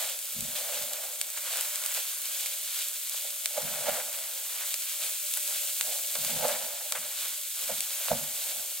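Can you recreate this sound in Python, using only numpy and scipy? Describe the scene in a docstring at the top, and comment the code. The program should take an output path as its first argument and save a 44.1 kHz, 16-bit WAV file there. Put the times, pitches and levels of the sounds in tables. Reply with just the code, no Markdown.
"""A silicone spatula folds and presses buttery dough in a hot steel saucepan, close to a stereo microphone.
Its stick-slip clicks stir the hollow ring of the pan, and sticky clumps of clicks smear the dough over the steel.
Water boils out in a steady sizzle of dense tiny bursts; bubbles, and one spatula tap, pop as ragged, echoing snaps.
Hard shoves thud as struck pan ring; judder and bumps, filtered low, rumble as the pan shifts on the stove."""
import sys
import numpy as np
from scipy import signal
from scipy.fft import rfft, irfft, next_fast_len
from scipy.io import wavfile

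SR = 44100
rng = np.random.default_rng(int(sys.argv[2]) if len(sys.argv) > 2 else 0)


def master_out(mix):
    """Clip the mix to full scale and print it as 16-bit PCM to the path in sys.argv[1]."""
    frames = np.transpose(np.atleast_2d(mix))
    ceiling = np.clip(frames, -1, 1)
    pcm = np.round(ceiling * 32767).astype(np.int16)
    wavfile.write(sys.argv[1], SR, pcm)


N = 388080

# loudest snaps, mostly single bubbles bursting, with a spatula tap at 6.154 s:
# (time [s], relative strength [dB], brightness [dB/octave])
LOUD_SNAPS = [(0.026, -13, 4), (0.4077, -10, 3), (0.8236, -11, 5), (0.9341, -9.5, 3), (1.2139, -3.5, -0.5),
              (1.3745, -13, 5), (1.5717, -10, 3), (1.61, -7, 4), (1.758, -9, 1), (1.8383, -11, -2.5),
              (1.862, -5.5, 4), (1.9411, -11, 10), (2.4096, -11, 9), (2.461, -10, -0.5), (2.885, -9, 14),
              (3.0959, -9.5, 5), (3.1452, -14.5, -12), (3.4585, -1.5, -0.5), (4.742, -5.5, -0.5),
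              (5.3386, -7, 2), (5.3514, -12, 12), (5.3736, -7, 11), (5.4773, -11, 4), (5.8109, -2, -2.5),
              (6.154, -9.5, -5), (6.2489, -7, -1), (6.4825, -7.5, 4), (6.923, -2, -2), (7.2824, -12, 13),
              (7.8066, -6, 1.5), (8.0845, -3, -10)]
# shoves and taps of the spatula:
# (time [s], blow peak [dB], rubbing ring [dB], wet scuff [dB], rise [s], fall [s])
SPATULA_SHOVES = [(3.578, -25.5, -34, -51, 0.011, 0.035), (3.896, -33, -27, -38, 0.025, 0.0066),
                  (4.012, -37, -50, -44, 0.065, 0.011), (5.374, -47, -53, -40, 0.002, 0.005),
                  (5.811, -50, -48, -53, 0.00099, 0.018), (6.154, -32, -42, -44, 0.0011, 0.015),
                  (6.450, -19.5, -26.5, -41, 0.026, 0.015), (6.492, -40, -34.5, -41, 0.0095, 0.05),
                  (6.923, -45, -56, -40, 0.00057, 0.0036), (6.953, -52, -41, -35, 0.002, 0.015),
                  (7.697, -33, -37.5, -49, .005, 0.026), (8.116, -17.5, -29, -44, 0.0095, 0.023)]
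# strokes of the spatula, each dragging on the pan, smearing dough and pressing out steam:
# (time of fastest motion [s], drag [dB], smear [dB], steam before its feed gains [dB], rise [s], fall [s])
SPATULA_STROKES = [(0.01, -43.5, -47.5, -39.5, 0.025, 0.11), (0.56, -64.0, -54, -40.5, 0.012, 0.082),
                   (0.77, -46.0, -49, -45.5, 0.28, 0.106), (0.97, -48.5, -53.5, -64, 0.16, 0.23),
                   (1.38, -50, -46.5, -47, 0.012, 0.011), (1.55, -49.5, -45, -43, 0.15, 0.13),
                   (1.86, -58.5, -50.5, -48, 0.23, 0.35), (1.97, -50, -51, -40.0, 0.041, 0.052),
                   (2.25, -64.0, -56, -46.0, 0.012, 0.12), (2.39, -57, -60, -42.5, 0.075, 0.26),
                   (2.8, -63, -53.5, -42, 0.14, 0.1), (3.15, -61, -59.0, -45, 0.065, 0.13),
                   (3.25, -54.5, -67, -50, 0.012, 0.072), (3.71, -63, -55.0, -47.5, 0.13, 0.037),
                   (3.95, -39.5, -46, -44.5, 0.26, 0.081), (4.13, -52.0, -54, -58, 0.3, 0.41),
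                   (4.63, -56.5, -48, -53, 0.12, 0.031), (4.66, -64.0, -57.5, -44.5, 0.013, 0.14),
                   (4.94, -72, -56, -46.0, 0.124, 0.024), (5.04, -52.5, -52.5, -43, 0.055, 0.078),
                   (5.51, -52.5, -53.5, -44, 0.055, 0.095), (5.62, -54.5, -61, -49, 0.021, 0.085),
                   (5.9, -47, -53.5, -47, 0.077, 0.12), (6.31, -46.5, -52, -45, 0.15, 0.013),
                   (6.45, -41, -48, -44.5, 0.14, 0.3), (6.95, -53.5, -52, -62, 0.053, 0.25),
                   (7.24, -59.5, -52.5, -42.5, 0.13, 0.1), (7.6, -56.5, -53.5, -46, 0.037, 0.51),
                   (7.83, -60, -64, -55, 0.14, 0.015), (8.09, -68, -48.5, -42.0, 0.1, 0.017),
                   (8.21, -47, -54.5, -56, 0.2, 0.097), (8.51, -61, -55.5, -44.0, 0.25, 0.034),
                   (8.56, -50, -61.0, -56.0, 0.18, 0.13)]
# pushes hard enough to slide the pan on the stove: (time [s], judder [dB], rise [s], fall [s])
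PAN_SLIDES = [(.40, -51.5, 0.028, 0.1), (.82, -58, 0.034, 0.047), (1.21, -70, .02, 0.044),
              (3.65, -51.5, 0.025, .11), (3.91, -55.5, .08, 0.056), (6.19, -58, .014, 0.085),
              (6.35, -48, 0.043, 0.12), (6.99, -66.5, .015, .08), (7.23, -75, .025, 0.062),
              (7.72, -54.5, 0.035, .05), (8.13, -47, 0.018, 0.085), (8.58, -66, 0.025, .035)]
# the pan bumping on its support: (time [s], peak [dB])
PAN_BUMPS = [(.364, -41.5), (.385, -40.5), (.424, -42), (.437, -50), (3.640, -47), (8.112, -34),
             (8.130, -33)]
# steady boiling under resting dough, stronger as more of it lies on hot steel: (time [s], fizz level [dB])
BOIL_LEVEL = [(0.0, -39), (0.3, -38), (0.7, -37), (1.3, -39.0), (1.6, -36), (2.2, -36.5), (2.5, -37.5),
              (3.3, -37), (3.9, -36.5), (4.3, -37.5), (4.9, -36), (5.45, -34), (6.35, -34), (6.75, -38.5),
              (7.1, -38), (7.7, -36.0), (8.35, -36), (8.8, -37.0)]

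# colour of the boiling: (frequency [Hz], relative level [dB])
BOIL_COLOUR = [(380, -48), (500, -40.5), (595, -30), (680, -42), (900, -24.5), (1800, -15.5), (2400, -7.5),
               (3400, -1.5), (4300, -3), (5300, -5.5), (6200, -2.5), (7200, -.5), (8200, 0.5), (10800, -3),
               (13200, -1), (15800, -3)]
# colour of dough tearing off steel: (frequency [Hz], relative level [dB])
DOUGH_COLOUR = [(120, -54), (330, -30), (520, -10.5), (800, -1), (1100, 1.5), (1420, 0), (1850, 1.5),
                (3000, 1), (5000, -10.5), (8000, -0.5), (16000, -10.5)]
# colour of the rubbed or struck pan: (frequency [Hz], relative level [dB])
RING_COLOUR = [(100, -76.5), (235, -22), (330, -41.5), (420, -23), (495, -4.5), (590, -1.5), (700, 0),
               (850, -5.5), (1100, -20), (1410, -20), (1800, -49), (4000, -24.5)]
# colour of the pan moving on the stove: (frequency [Hz], relative level [dB])
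RUMBLE_COLOUR = [(20, -11), (45, -9), (80, -3), (102, -10), (148, 0.5), (195, -4.5), (245, -4.5),
                 (275, -23), (310, -28.5), (500, -14), (1200, -58)]
# colour of the snaps: (frequency [Hz], relative level [dB])
SNAP_COLOUR = [(250, -59), (600, -9), (1500, -11), (2600, 0.5), (4000, 2.5), (5500, -0.5), (8000, 6.5),
               (11000, 0.5), (16000, -5)]
# resonances (+) and hollows (-) of the pan, heard in all sources coloured by it:
# (frequency [Hz], width [Hz], gain [dB])
PAN_RESONANCES = [(251, 96, 9), (367, 23, -10), (460, 22, -7.5), (499, 49, 3.5), (591, 36, 6),
                  (745, 96, -5.5), (1050, 43, -3), (1500, 370, 6), (2264, 265, 3.5)]
# between the microphone ports:
# (frequency [Hz], left-right likeness [0-1], left minus right [dB], left's lead [rad])
STEREO_PORTS = [(60, 0.04, 0, 0.1), (150, 0.12, -9, 0), (261, 0.17, -4.5, 0.26), (427, 0.58, 10, 0),
                (555, 0.96, -5, 0.08), (750, 0.8, -7, 0.28), (1500, 0.68, -2.5, 0.076),
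                (2490, 0.91, -0.5, 0.048), (4080, 0.82, -2.5, 0.36), (5100, 0.68, -5.5, 1.34),
                (5900, 0.62, 1.5, 1.42), (7450, 0.85, 1.8, 0.85), (10000, 0.74, 0.8, 1.04),
                (15000, 0.65, -0.5, 0.95)]

EDGE_HZ = 15950  # upper edge of the sound
TIME = np.arange(N) / SR
SIZE = next_fast_len(N + 8192, True)  # transform length, with room for ringing tails
HZ = np.fft.rfftfreq(SIZE, 1 / SR)

STEAM_FIZZ_DB, STEAM_COARSE_DB = 4.5, 7.5  # how strongly pressed-out steam feeds fine and coarse bubbling
REST_COARSE_DB = -2.5  # coarse bubbling under resting dough, relative to the fizz
SETTLING_DB = -62.5  # the dough keeps sagging and tearing a little between strokes
STROKE_SHAPE = 1.39  # exponent of a stroke's swell: 1 is a sharp peak, 2 a rounded bell
SMALL_POPS_DB, SMALL_POPS_SPREAD_DB = -17.5, 3  # middle relative strength, and the reach either side
SMALL_POPS_BRIGHTNESS = 1.7  # average, dB per octave


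def amp(db):
    """Decibels to gain."""
    return 10 ** (np.asarray(db) / 20)


def read(points, column=1):
    """A table over frequency, joined on a log axis."""
    table = np.transpose(points)
    return np.interp(np.log(HZ + 1), np.log(table[0] + 1), table[column])


def curve(rows, column=1):
    """A table over time, joined by straight lines."""
    table = np.transpose(rows)
    return np.interp(TIME, table[0], table[column])


def wave(spectrum):
    """Back from frequency to time."""
    return irfft(spectrum, SIZE)[..., :N]


def causal(db):
    """The minimum-phase response with these gains: it rings only after it is struck."""
    cepstrum = irfft(np.log(amp(db)), SIZE)
    # fold the backward half onto the forward half
    cepstrum[1:SIZE // 2] *= 2
    cepstrum[SIZE // 2 + 1:] = 0
    return np.exp(rfft(cepstrum))


def placing():
    """Level and phase of the pan's sound at the left and right port."""
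    half = amp(read(STEREO_PORTS, 2) / 2) * np.exp(.5j * read(STEREO_PORTS, 3))
    return np.array([half, 1 / half])


def response(colour):
    """A source's colour, through the pan's resonances, at the left and right port."""
    modes = sum(db / (1 + (2 * (HZ - hz) / width) ** 2) for hz, width, db in PAN_RESONANCES)
    return causal(read(colour) + modes) * placing()


def flutter(hz, depth_db):
    """A gain that wanders at random, its motion fading out above hz."""
    slow = wave(rfft(rng.standard_normal(SIZE)) / np.sqrt(1 + (HZ / hz) ** 4))
    return amp(depth_db * slow / slow.std())


def grains(per_s, spread_db, limit):
    """Clicks at random moments, mostly small, a few large; three rows with unrelated signs."""
    size = amp(spread_db * np.minimum(rng.exponential(1, N), limit))
    struck = rng.random(N) < per_s / SR
    clicks = size * struck * rng.choice([-1., 1.], (3, N))
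    # a burst opens and closes within a fraction of a millisecond: the gap gives each its own colour
    closing = (np.arange(N) + rng.integers(1, 9, N)) % N
    return np.array([row - np.bincount(closing, row, N) * rng.choice([-1., 1.], N) for row in clicks])


def ports(clicks, colour, band):
    """Clicks from all over the pan reach both ports, partly alike; mid rms 1 within the band [Hz]."""
    shared, left, right = rfft(clicks, SIZE)
    same = np.clip(read(STEREO_PORTS), 0, 1)
    mixed = np.sqrt(same) * shared + np.sqrt(1 - same) * np.array([left, right])
    pair = mixed * response(colour)
    inside = (HZ > band[0]) & (HZ < band[1])
    power = 2 * np.sum(abs(pair.mean(0)[inside]) ** 2) / SIZE / N
    return pair / np.sqrt(power)


def swells(rows, column, shape=1):
    """Each push builds to its peak and dies away; overlapping ones add in power. Rows end in rise, fall [s]."""
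    power = np.zeros(N)
    for row in rows:
        t = TIME - row[0]
        rise, fall = row[-2:]
        away = np.maximum(-t / rise, t / fall)
        near = away < 10
        power[near] += (amp(row[column]) * np.exp(-away[near] ** shape)) ** 2
    return np.sqrt(power)


def strokes(column):
    """Drag, smear or steam of all the spatula's strokes."""
    return swells(SPATULA_STROKES, column, STROKE_SHAPE)


def blows(rows, colour, soft_hz=1800):
    """Pushes cushioned by dough, each ringing with this colour; rows start (time [s], mid peak [dB])."""
    force = np.zeros(SIZE)
    for s, db, *_ in rows:
        force[round(s * SR)] += amp(db)
    ring = response(colour) / (1 + (HZ / soft_hz) ** 4)
    return wave(rfft(force) * ring) / abs(wave(ring).mean(0)).max()


def singing(hz=595, width_hz=34, db=-28):
    """A strong pan resonance sounds faintly under the sizzle: noise in a narrow filter, following the boil."""
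    resonance = 1 / (1 + 2j * (HZ - hz) / width_hz) ** 2
    ring = wave(rfft(rng.standard_normal(SIZE)) * placing() * resonance)
    return ring / ring.mean(0).std() * amp(curve(BOIL_LEVEL) + db)


def stove():
    """Pushed sideways, the pan judders and bumps on its support."""
    judder = grains(per_s=700, spread_db=0.2, limit=6.0)
    sliding = wave(ports(judder, RUMBLE_COLOUR, band=(30, 190))) * swells(PAN_SLIDES, column=1)
    return sliding + blows(PAN_BUMPS, RUMBLE_COLOUR)


def small_pops(count=14):
    """Faint bubbles at random moments: (time [s], relative strength [dB], brightness [dB/octave])."""
    rows = []
    for when, size, bright in rng.random((count, 3)):
        strength_db = SMALL_POPS_DB + SMALL_POPS_SPREAD_DB * (2 * size - 1)
        rows.append((when * N / SR, strength_db, SMALL_POPS_BRIGHTNESS * 2 * bright))
    return rows


def snaps(crack_db=-7, crack_s=0.00068, wall_db=-7, wall_s=0.0027, room_db=-12, room_s=0.018, pivot_hz=6000):
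    """Each bubble burst or tap is one ragged snap, thrown about by the pan's walls and then by the kitchen."""
    size = 4096
    lead = size // 64  # samples ahead of the snap, since the tilt spreads it both ways
    t, hz = np.arange(size) / SR, np.fft.rfftfreq(size, 1 / SR)
    out = np.zeros((2, N + size))
    for s, db, brightness in LOUD_SNAPS + small_pops(count=14):
        paths = np.zeros((2, size))
        paths[:, 0] = 1  # the direct click
        for echo_db, decay_s in ((crack_db, crack_s), (wall_db, wall_s), (room_db, room_s)):
            envelope = np.exp(-t / decay_s) * (1 - np.exp(-t / 0.00021))
            echo = rng.standard_normal((2, size)) * envelope
            paths += amp(echo_db) * echo / np.linalg.norm(echo[0])
        tilt = amp(brightness * np.log2(np.clip(hz, 1200, 12000) / pivot_hz))
        tilt /= np.sqrt(np.mean(tilt[hz < EDGE_HZ] ** 2))  # brightness leaves the overall strength alone
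        snap = irfft(rfft(np.roll(paths, lead, axis=1)) * tilt)
        start = max(round(s * SR) - lead, 0)
        out[:, start:start + size] += amp(db) * snap
    return amp(2.0) * wave(rfft(out, SIZE) * response(SNAP_COLOUR))


def sizzle():
    """Thousands of tiny steam bursts a second; strokes press wet dough on steel and coarser ones flare up."""
    bursts = grains(per_s=18000, spread_db=2.0, limit=6.3)
    bursts = bursts * flutter(hz=44.8, depth_db=0.16) * flutter(hz=7.6, depth_db=0.3)
    steam = ports(bursts, BOIL_COLOUR, band=(6000, 16000))
    coarse = 1 / (1 + (HZ / 5400) ** 6)  # share of each frequency that is coarse bubbling
    resting, pressed = amp(curve(BOIL_LEVEL)), strokes(column=3)
    fizz = np.hypot(resting, pressed * amp(STEAM_FIZZ_DB))
    bubbling = np.hypot(resting * amp(REST_COARSE_DB), pressed * amp(STEAM_COARSE_DB))
    bubbling = bubbling * flutter(hz=17, depth_db=1.0)
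    return fizz * wave(steam * (1 - coarse)) + bubbling * wave(steam * coarse)


def smear():
    """Wet dough tears loose from the steel in small sticky clumps."""
    tears = grains(per_s=5000, spread_db=0.5, limit=4.1) * flutter(hz=35, depth_db=2.0)
    scuffs = swells(SPATULA_SHOVES, column=3)
    level = np.sqrt(amp(SETTLING_DB) ** 2 + strokes(column=2) ** 2 + scuffs ** 2)
    return wave(ports(tears, DOUGH_COLOUR, band=(1000, 2000))) * level


def pan():
    """The spatula blade sticks and slips; the pan, damped by dough, answers with a short hollow ring."""
    slips = grains(per_s=3000, spread_db=3.0, limit=2.26) * flutter(hz=24.6, depth_db=1.16)
    level = np.hypot(strokes(column=1), swells(SPATULA_SHOVES, column=2))
    rubbing = wave(ports(slips, RING_COLOUR, band=(430, 900))) * level
    return rubbing + blows(SPATULA_SHOVES, RING_COLOUR)


def scene():
    """Everything sounds from the one pan."""
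    return singing() + stove() + snaps() + sizzle() + smear() + pan()


def record(dry):
    """The recorder's band limit: a steep low-pass at the upper edge."""
    lowpass = signal.firwin(601, EDGE_HZ, window=("kaiser", 9), fs=SR)
    return signal.oaconvolve(dry, lowpass[None], "same")


dry = scene()
out = record(dry)
master_out(out)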